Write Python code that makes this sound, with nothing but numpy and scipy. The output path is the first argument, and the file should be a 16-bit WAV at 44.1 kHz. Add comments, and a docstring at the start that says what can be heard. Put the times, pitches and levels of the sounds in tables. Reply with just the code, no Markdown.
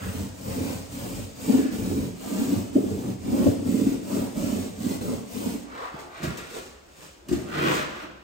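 """A wet hiss over low drumming is heard first: a kneeling painter rolls a wooden door up and down in a bare room.
Impulses from the roller's nap excite the door's modes; finer impulses, shaped in spectrum, are peeling paint.
Shaped noise with gliding resonances makes soft swishes, and judders make the panel ring.
Then he shuffles round, dabs the roller in a plastic tray, sets the tray down and slides it over the floor:
contacts thud in the boards and tick in the plastic, and sliding friction rumbles and scrapes."""
import sys
import numpy as np
from scipy import signal
from scipy.fft import rfft, irfft, next_fast_len
from scipy.io import wavfile
from scipy.ndimage import map_coordinates

SR = 44100
rng = np.random.default_rng(int(sys.argv[2]) if len(sys.argv) > 2 else 0)


def master(y):
    """Save y as 16-bit WAV."""
    cut = np.clip(np.atleast_2d(y).T, -1, 1)
    pcm = np.round(cut * 32767)  # scale
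    wavfile.write(sys.argv[1], SR, pcm.astype(np.int16))


N = 362943  # length [samples]


def amp(db):
    """Level definition: decibels to amplitude gain."""
    return 10 ** (np.asarray(db) / 20)


def unit(x):
    """Normalisation by effective value: x at rms 1."""
    return x / np.sqrt(np.mean(x ** 2) + 1e-20)


def along(points, hz):
    """Logarithmic frequency scale: (frequency [Hz], value) points interpolated at hz."""
    f, v = np.transpose(points)
    return np.interp(np.log(hz + 1), np.log(f + 1), v)


def curves(rows):
    """Level envelopes: one dB curve for each column, falling 400 dB/s outside the rows."""
    s, *columns = np.transpose(rows)
    t = np.arange(N) / SR
    outside_s = np.abs(t - np.clip(t, s[0], s[-1]))
    return [np.interp(t, s, column) - 400 * outside_s for column in columns]


def wobble(rate):
    """Slow random modulation: a smooth curve through rate random knots a second."""
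    knots = rng.standard_normal(int(N * rate / SR) + 4)
    return map_coordinates(knots, [np.arange(N) * rate / SR])


def filtered(x, response):
    """Linear filtering: the spectrum of x times a complex response of frequency."""
    n = x.shape[-1]
    padded_n = next_fast_len(n + SR // 2)
    hz = np.fft.rfftfreq(padded_n, 1 / SR)
    return irfft(rfft(x, padded_n) * response(hz), padded_n)[..., :n]


def coloured(x, spectrum):
    """Spectral shaping: x weighted by a level curve, at rms 1."""
    return unit(filtered(x, lambda hz: amp(along(spectrum, hz))))


def band(x, lo_hz, hi_hz):
    """Band-pass filtering: the part of x between two soft edges, at rms 1."""
    def response(hz):
        return 1 / (1 + (lo_hz / (hz + 1)) ** 8) / (1 + (hz / hi_hz) ** 8)
    return unit(filtered(x, response))


def ring(x, modes, soft_hz):
    """Modal superposition: resonances of alternating sign, driven through a soft, low-pass contact."""
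    def response(f):
        body = 0
        for k, (centre, width, db) in enumerate(modes):
            damping = 1j * f * width
            body = body + (-1) ** k * amp(db) * damping / (centre * centre - f * f + damping)
        return body / (1 + 1j * f / soft_hz) ** 2
    return filtered(x, response)


def grains(rate, spread_db):
    """Shot noise: about rate random impulses of uneven size a second, at rms 1."""
    hits = rng.random(N) < rate / SR
    sizes = rng.standard_normal(N) * amp(spread_db * rng.standard_normal(N))
    return unit(hits * sizes)


def add(track, s, sound, db):
    """Superposition of events: a sound added at time s with the given peak level."""
    part = track[round(s * SR):][:len(sound)]
    part += amp(db) * sound[:len(part)] / np.abs(sound).max()


def push(width):
    """Contact force: one smooth pulse, peaking after width seconds."""
    u = np.arange(SR // 2) / SR / width
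    return u * np.exp(-u)


# strokes, up and down in turn: (start [s], door sway [dB], panel drumming [dB], nap rubbing [dB],
# paint hiss [dB], moment of the push [s], push [dB], speeding up [s], braking [s])
STROKES = [(-0.04, -34, -45.5, -44, -41.5, 0.21, 7, 0.11, 0.13),
           (0.343, -37.5, -40.5, -40, -39, 0.6, 7.5, 0.18, 0.16),
           (0.877, -38, -40, -44.5, -40.5, 1.07, 5, 0.072, 0.21),
           (1.352, -44, -36, -40, -36.5, 1.6, 14.5, 0.15, 0.15),
           (1.695, -32.5, -33, -42.5, -40.5, 1.95, 7, 0.041, 0.17),
           (2.152, -46, -29.5, -38.5, -38, 2.53, 5.5, 0.181, 0.204),
           (2.704, -38.5, -33.5, -43, -44.5, 3.02, 3.5, 0.061, 0.095),
           (3.19, -37, -32.5, -38.5, -39, 3.37, 12.5, 0.21, 0.14),
           (3.607, -34, -25, -40, -40, 3.86, 1, 0.1, 0.12),
           (4.015, -40.5, -30.5, -35, -37.5, 4.214, 8, 0.17, 0.17),
           (4.333, -38, -31, -39.5, -38.5, 4.5, 6, 0.053, 0.238),
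           (4.76, -38, -32, -39.5, -37.5, 4.89, 5, 0.13, 0.079),
           (5.002, -39.5, -34.5, -39.5, -40.5, 5.12, 6.5, 0.012, 0.19),
           (5.26, -43.5, -36, -40, -39, 5.48, 5.5, 0.13, 0.17)]
LIFT_OFF_S = 5.635  # the last stroke ends
CREEP = 0.3  # least share of full speed left in a turn
PRESS_S = 0.19  # time from the push's peak to 1/e of its dB value
SWAY_LEAN, RUB_LEAN = 0.31, 0.4  # shares of the push that the sway and the rubbing follow
DRUM_GROWS, SWAY_GROWS, RUB_GROWS = 2, 0.94, 1.31  # dB for each dB of speed


def arm():
    """Stroke kinematics: speed and a push in each stroke set the levels of sway, drumming, rubbing and hiss."""
    start, sway_db, drum_db, rub_db, hiss_db, push_s, push_db, rise_s, brake_s = np.transpose(STROKES)
    end, t = np.append(start[1:], LIFT_OFF_S), np.arange(N) / SR
    k = np.maximum(np.searchsorted(start, t, side="right") - 1, 0)  # the stroke at each moment
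    since, left = t - start[k], np.maximum(end[k] - t, 0)
    gather = lambda u: np.sin(np.pi / 2 * np.minimum(u, 1)) ** 2
    speed = CREEP + (1 - CREEP) * gather(since / rise_s[k]) * gather(left / brake_s[k])
    speed_db = 20 * np.log10(speed) - 400 * np.maximum(t - LIFT_OFF_S, 0)
    press_db = push_db[k] * np.exp(-((t - push_s[k]) / PRESS_S) ** 2)
    return (sway_db[k] + SWAY_GROWS * speed_db + SWAY_LEAN * press_db,
            drum_db[k] + DRUM_GROWS * speed_db + press_db,
            rub_db[k] + RUB_GROWS * speed_db + RUB_LEAN * press_db,
            hiss_db[k] + speed_db)


# resonances of the door panel: (frequency [Hz], width [Hz], level [dB])
DOOR = [(47.8, 4.2, -13), (93.9, 9.7, -7), (125.6, 11.3, -9), (186.7, 20.6, 0), (222.6, 32.6, 4.5),
        (242.3, 33.8, 6), (283.6, 29, 3.5), (354, 42, -5), (437.3, 35.3, -4.5), (558, 94, -11.5),
        (966, 680, -23)]
# spectrum of peeling paint: (frequency [Hz], level [dB per Hz])
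PAINT = [(400, -18), (900, -2.5), (2500, 0.5), (3800, -2), (8000, -0.5), (12000, -4), (15500, -4.5)]
TURNS_PER_S = 20  # sleeve rotation near the loudest hiss, before its random wobble


def roller():
    """Forced vibration: the lumpy sleeve drums the panel once a turn; threads of paint snap behind it."""
    sway_db, drum_db, rub_db, hiss_db = arm()
    pace_db = hiss_db - np.percentile(hiss_db, 95)
    # faster rolling hisses louder
    turn_rate = TURNS_PER_S * np.sqrt(amp(pace_db)) * amp(1.87 * wobble(7))
    turns = np.cumsum(turn_rate) / SR
    lump = amp(1.53 * np.cos(2 * np.pi * turns) + 0.66 * wobble(21.776))
    nap = grains(rate=6000, spread_db=1)
    panel = ring(nap * lump, DOOR, soft_hz=1070)
    # the panel's deepest notes, up to about 160 Hz, sway the whole leaf
    sway = amp(sway_db) * band(panel, 30, 159.5)
    drumming = amp(drum_db) * band(panel, 157, 422)
    # the higher notes come from the nap, with a gentler lump
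    rub = amp(rub_db) * band(ring(nap * np.sqrt(lump), DOOR, soft_hz=1190), 479, 1700)
    hiss = coloured(grains(rate=22000, spread_db=0.0), PAINT)
    # slow peeling makes duller snaps
    fizz = filtered(hiss, lambda hz: 1 / (1 + (10500 / (hz + 1)) ** 8))
    dulling = 1 - np.sqrt(amp(np.minimum(pace_db + 4, 0)))
    return sway + drumming + rub + amp(hiss_db) * (hiss - dulling * fizz)


# soft swishes with gliding resonances, most as the painter turns on his knees:
# (peak time [s], rise [s], fade [s], level [dB], centre at the peak [Hz], glide [octaves per s])
SWISHES = [(0.03, 0.26, 0.09, -39, 1560, 1.4), (1.63, 0.079, 0.11, -42.5, 1640, -1),
           (5.815, 0.11, 0.11, -35, 1190, 0.5), (5.955, 0.025, 0.13, -39, 920, -2.5),
           (6.17, 0.055, 0.06, -47.5, 2270, 0), (6.189, 0.07, 0.044, -40, 1420, 1.3),
           (6.577, 0.05, 0.035, -36, 500, 1.3)]
# spectrum of a swish: (multiple of the centre frequency [ratio], level [dB per Hz])
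SWISH_SPECTRUM = [(0.22, -18), (0.44, -5), (0.7, -7.5), (0.97, -1), (1.25, -8.5), (1.65, -10), (2, -16.5),
                  (4, -24.5), (10, -34.5)]


def swishes():
    """Spectral scaling: shaped noise read faster or slower, so that its resonances glide as it swells and fades."""
    track, t = np.zeros(N), np.arange(N) / SR
    for s, rise_s, fade_s, db, hz, glide in SWISHES:
        swell = np.exp(-np.maximum((s - t) / rise_s, (t - s) / fade_s) ** 2)
        spectrum = [(k * hz, level) for k, level in SWISH_SPECTRUM]
        noise = coloured(grains(rate=9000, spread_db=0.0), spectrum)
        pace = 2 ** (glide * np.clip(t - s, -2 * rise_s, 2 * fade_s))
        track += amp(db) * swell * np.interp(np.cumsum(pace) % N, np.arange(N), noise)
    return track


# spectrum of the room's still air: (frequency [Hz], level [dB per Hz])
STILL = [(25, -14.5), (60, 1), (130, -19.5), (350, -9.5), (2000, -25.5), (15000, -41)]


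def still_air():
    """Stationary background noise: two independent shaped noises, one for each path."""
    return amp(-53.5) * coloured(rng.standard_normal((2, N)), STILL)


# the roller judders and rocks the panel: (time [s], peak level [dB], pitch [Hz])
BUMPS = [(0.598, -18, 255), (1.481, -10.5, 236), (1.53, -11.5, 256), (1.58, -11, 279), (1.643, -14, 282),
         (2.517, -12, 255), (2.546, -18, 100), (2.748, -6.5, 290), (2.774, -11.5, 410), (2.83, -18, 343),
         (3.328, -13.5, 259), (3.378, -12, 251), (3.451, -5, 282), (3.464, -17.5, 106.4),
         (3.477, -9.5, 387), (3.645, -16.5, 254), (4.42, -24.5, 288), (5.448, -17.5, 258),
         (5.538, -22.5, 273)]
JUDDER_CYCLES = 1  # swings until full force
JUDDER_T60_S = 0.15  # 60 dB fade laid over the panel's ring
JUDDER_GRIT = 0.17  # share of nap noise
SCUFF_DB = -9  # the nap's scuff under the hardest judder's peak; lighter ones scuff less


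def bumps():
    """Damped oscillation: the roller catches, scuffs and shakes the panel; its pad damps the ring."""
    track, t = np.zeros(N), np.arange(SR // 2) / SR
    hardest_db = max(db for s, db, hz in BUMPS)
    for s, db, hz in BUMPS:
        shaking = np.sin(2 * np.pi * hz * t) + JUDDER_GRIT * rng.standard_normal(len(t))
        force = push(JUDDER_CYCLES / hz) * shaking
        judder = ring(force, DOOR, soft_hz=1500) * amp(-60 * t / JUDDER_T60_S)
        scuff = band(rng.standard_normal(len(t)), lo_hz=394, hi_hz=593) * push(width=0.0054)
        add(track, s, judder, db)
        add(track, s + 0.01, scuff, db + SCUFF_DB + (db - hardest_db) / 2)
    return track


# knee, roller and tray knock on the floor: (time [s], thud [dB], tick [dB], contact cut-off [Hz])
KNOCKS = [(5.937, -30, -51, 900), (6.231, -25, -26.5, 400), (6.266, -24.5, -39.5, 111),
          (6.297, -27, -48.5, 141), (6.372, -43, -28.5, 720), (6.502, -52, -36, 593),
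          (6.98, -43.5, -50.5, 90), (7.285, -23, -28.5, 900), (7.309, -12, -33, 900),
          (7.326, -10.5, -29.5, 1200), (7.34, -22.5, -49, 90)]
# resonances of the tray on the floorboards: (frequency [Hz], width [Hz], level [dB])
BOARDS = [(81, 21, -2), (112, 30, -4.5), (150, 29, 3), (217.5, 37, 3), (288, 56, 4.5), (356.4, 29, 8),
          (594, 100, -3.5)]
# spectrum of plastic ticks and wet crackle: (frequency [Hz], level [dB per Hz])
CRACKLE = [(500, 0), (1500, -3), (7500, -6.5), (10000, -10), (15500, -15.5)]


def knocks():
    """Impact excitation: contacts tick in the plastic and thud in the boards, softer ones with deeper notes."""
    track, t = np.zeros(N), np.arange(SR // 2) / SR
    for s, thud_db, tick_db, soft_hz in KNOCKS:
        rattle = 1 + 0.6 * rng.standard_normal(len(t))
        thud = ring(push(width=0.00026) * rattle, BOARDS, soft_hz)
        burst = rng.standard_normal(len(t)) * amp(-60 * t / 0.18)
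        tick = filtered(burst, lambda hz: amp(along(CRACKLE, hz)))
        add(track, s, band(thud, lo_hz=55.6, hi_hz=460), thud_db)
        add(track, s, tick, tick_db)
    return track


# the wet roller is swung, dabbed and laid in the tray: (peak time [s], rise [s], fade [s],
# floor rumble [dB], scraping [dB], wet crackle [dB])
DABS = [(5.992, 0.0098, 0.17, -47, -61, -46), (6.24, 0.039, 0.19, -28, -32, -38),
        (6.385, 0.021, 0.22, -56, -38.5, -44.5), (6.57, 0.14, 0.19, -49, -44.5, -38),
        (7.05, 0.24, 0.17, -54.5, -53.5, -45), (7.334, 0.062, 0.26, -29, -45.5, -40)]
# the tray slides over the floor: (time [s], floor rumble [dB], scraping [dB], gritty treble [dB])
SLIDE = [(7.44, -52, -56, -61), (7.49, -45, -40.5, -56), (7.56, -33.5, -30.5, -48), (7.66, -21.5, -23, -43),
         (7.752, -30.5, -27, -31.5), (7.82, -32, -27.5, -42), (7.88, -51, -41.5, -58),
         (8.034, -44.5, -39, -52), (8.1, -47, -51, -80), (8.22, -65, -63, -78)]


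def handling():
    """Energy addition: gains of rumble, scraping and crackle summed over the dabs and the slide."""
    t = np.arange(N) / SR
    gains = amp(curves(SLIDE))
    for s, rise_s, fade_s, *levels_db in DABS:
        swell = amp(-20 * np.maximum((s - t) / rise_s, (t - s) / fade_s))
        gains = np.hypot(gains, np.outer(amp(levels_db), swell))
    return gains


# spectrum of the tray's scraping: (frequency [Hz], level [dB per Hz])
SCRAPE = [(200, -25), (500, 1.5), (780, -6), (1350, 0.5), (2000, -5.5), (2600, -7), (4000, -15),
          (9000, -30)]


def floorwork():
    """Sliding friction: random slips scrape the tray and ring the boards; the wet sleeve crackles in the paint."""
    rumble, scrape, crackle = handling()
    slips = grains(rate=12000, spread_db=4.0)
    drive = grains(rate=6000, spread_db=1)
    boards = band(ring(drive, BOARDS, soft_hz=1500), lo_hz=35, hi_hz=3000)
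    # these fine impulses also serve as the gritty treble of the slide
    wet = coloured(grains(rate=8400, spread_db=-0.5), CRACKLE)
    return rumble * boards + scrape * coloured(slips, SCRAPE) + crackle * wet


# reverberation of the bare room: (frequency [Hz], t60 [s])
ROOM = [(80, 0.62), (400, 1), (6000, 0.9), (15000, 0.15)]


def room(x, early_db, late_db, count=48):
    """Reverberation by convolution: two unrelated paths whose random echoes crossfade to new ones."""
    size, hop = round(.7 * SR), N // count + 1
    noise = rng.standard_normal((count + 1, 2, size)).astype(np.float32)
    hz, t, z = signal.stft(noise, SR, nperseg=256)
    decay = amp(-60 * t / along(ROOM, hz)[:, None]).astype(np.float32)
    tails = signal.istft(z * decay, SR, nperseg=256)[1][..., :size]
    wall_fade = amp(-60 * np.arange(size) / SR / 0.035)
    crossfade = np.sin(np.pi * np.arange(2 * hop) / (2 * hop)) ** 2
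    out, padded = np.zeros((2, N + 3 * hop + size)), np.pad(x, (hop, 2 * hop))
    for k, tail in enumerate(tails):
        walls = rng.standard_normal(tail.shape) * wall_fade
        early = amp(early_db) * walls / np.linalg.norm(walls[0])
        late = amp(late_db) * tail / np.linalg.norm(tail[0])
        paths = early + late
        # the first path holds the straight sound; the second has a strong glance off a side wall
        paths[0, 0] += 1
        paths[1, round(rng.uniform(.001, .006) * SR)] += 1
        piece = padded[k * hop:][:2 * hop] * crossfade
        heard = signal.fftconvolve(piece[None], paths / np.linalg.norm(paths[0]), axes=1)
        out[:, k * hop:k * hop + heard.shape[1]] += heard
    return out[:, hop:hop + N]


def scene():
    """Superposition in the room: blows get stronger early echoes and a weaker late tail than rubbing."""
    rubbing = room(roller() + swishes() + floorwork(), early_db=-8.5, late_db=-6.0)
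    blows = room(bumps() + knocks(), early_db=-4.5, late_db=-8, count=12)
    return rubbing + blows + still_air()


# correlation between the left and right channels: (frequency [Hz], correlation [-1 to 1])
CORRELATION = [(90, 0.95), (340, 0.18), (5800, 0.03), (7300, 0.81), (9200, 0.67), (10400, 1), (11900, 1),
               (12900, 0.68), (14100, 0.83)]
# phase between the channels: (frequency [Hz], lag of left behind right [half turns])
LAG = [(330, 0), (800, .9), (1700, .8), (3000, 0), (8000, 0), (9200, .4), (10300, 1), (11900, 1),
       (13900, 2)]
TOP_HZ = 15800  # upper band limit


def record(dry):
    """Interchannel coherence: two channels blend the paths, turn their phase and limit bass and treble."""
    turn = lambda hz: np.arccos(np.clip(along(CORRELATION, hz), -1, 1)) / 2
    common, apart = filtered(dry, lambda hz: np.array([np.cos(turn(hz)), np.sin(turn(hz))]))
    pair = np.array([common + apart, common - apart])

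    def response(hz):
        phase = np.exp(np.outer([-1, 1], .5j * np.pi * along(LAG, hz)))
        bass_cut = (1j * hz / (28 + 1j * hz)) ** 2
        return phase * bass_cut * (hz < TOP_HZ)
    return filtered(pair, response)


dry = scene()
out = record(dry)
master(out)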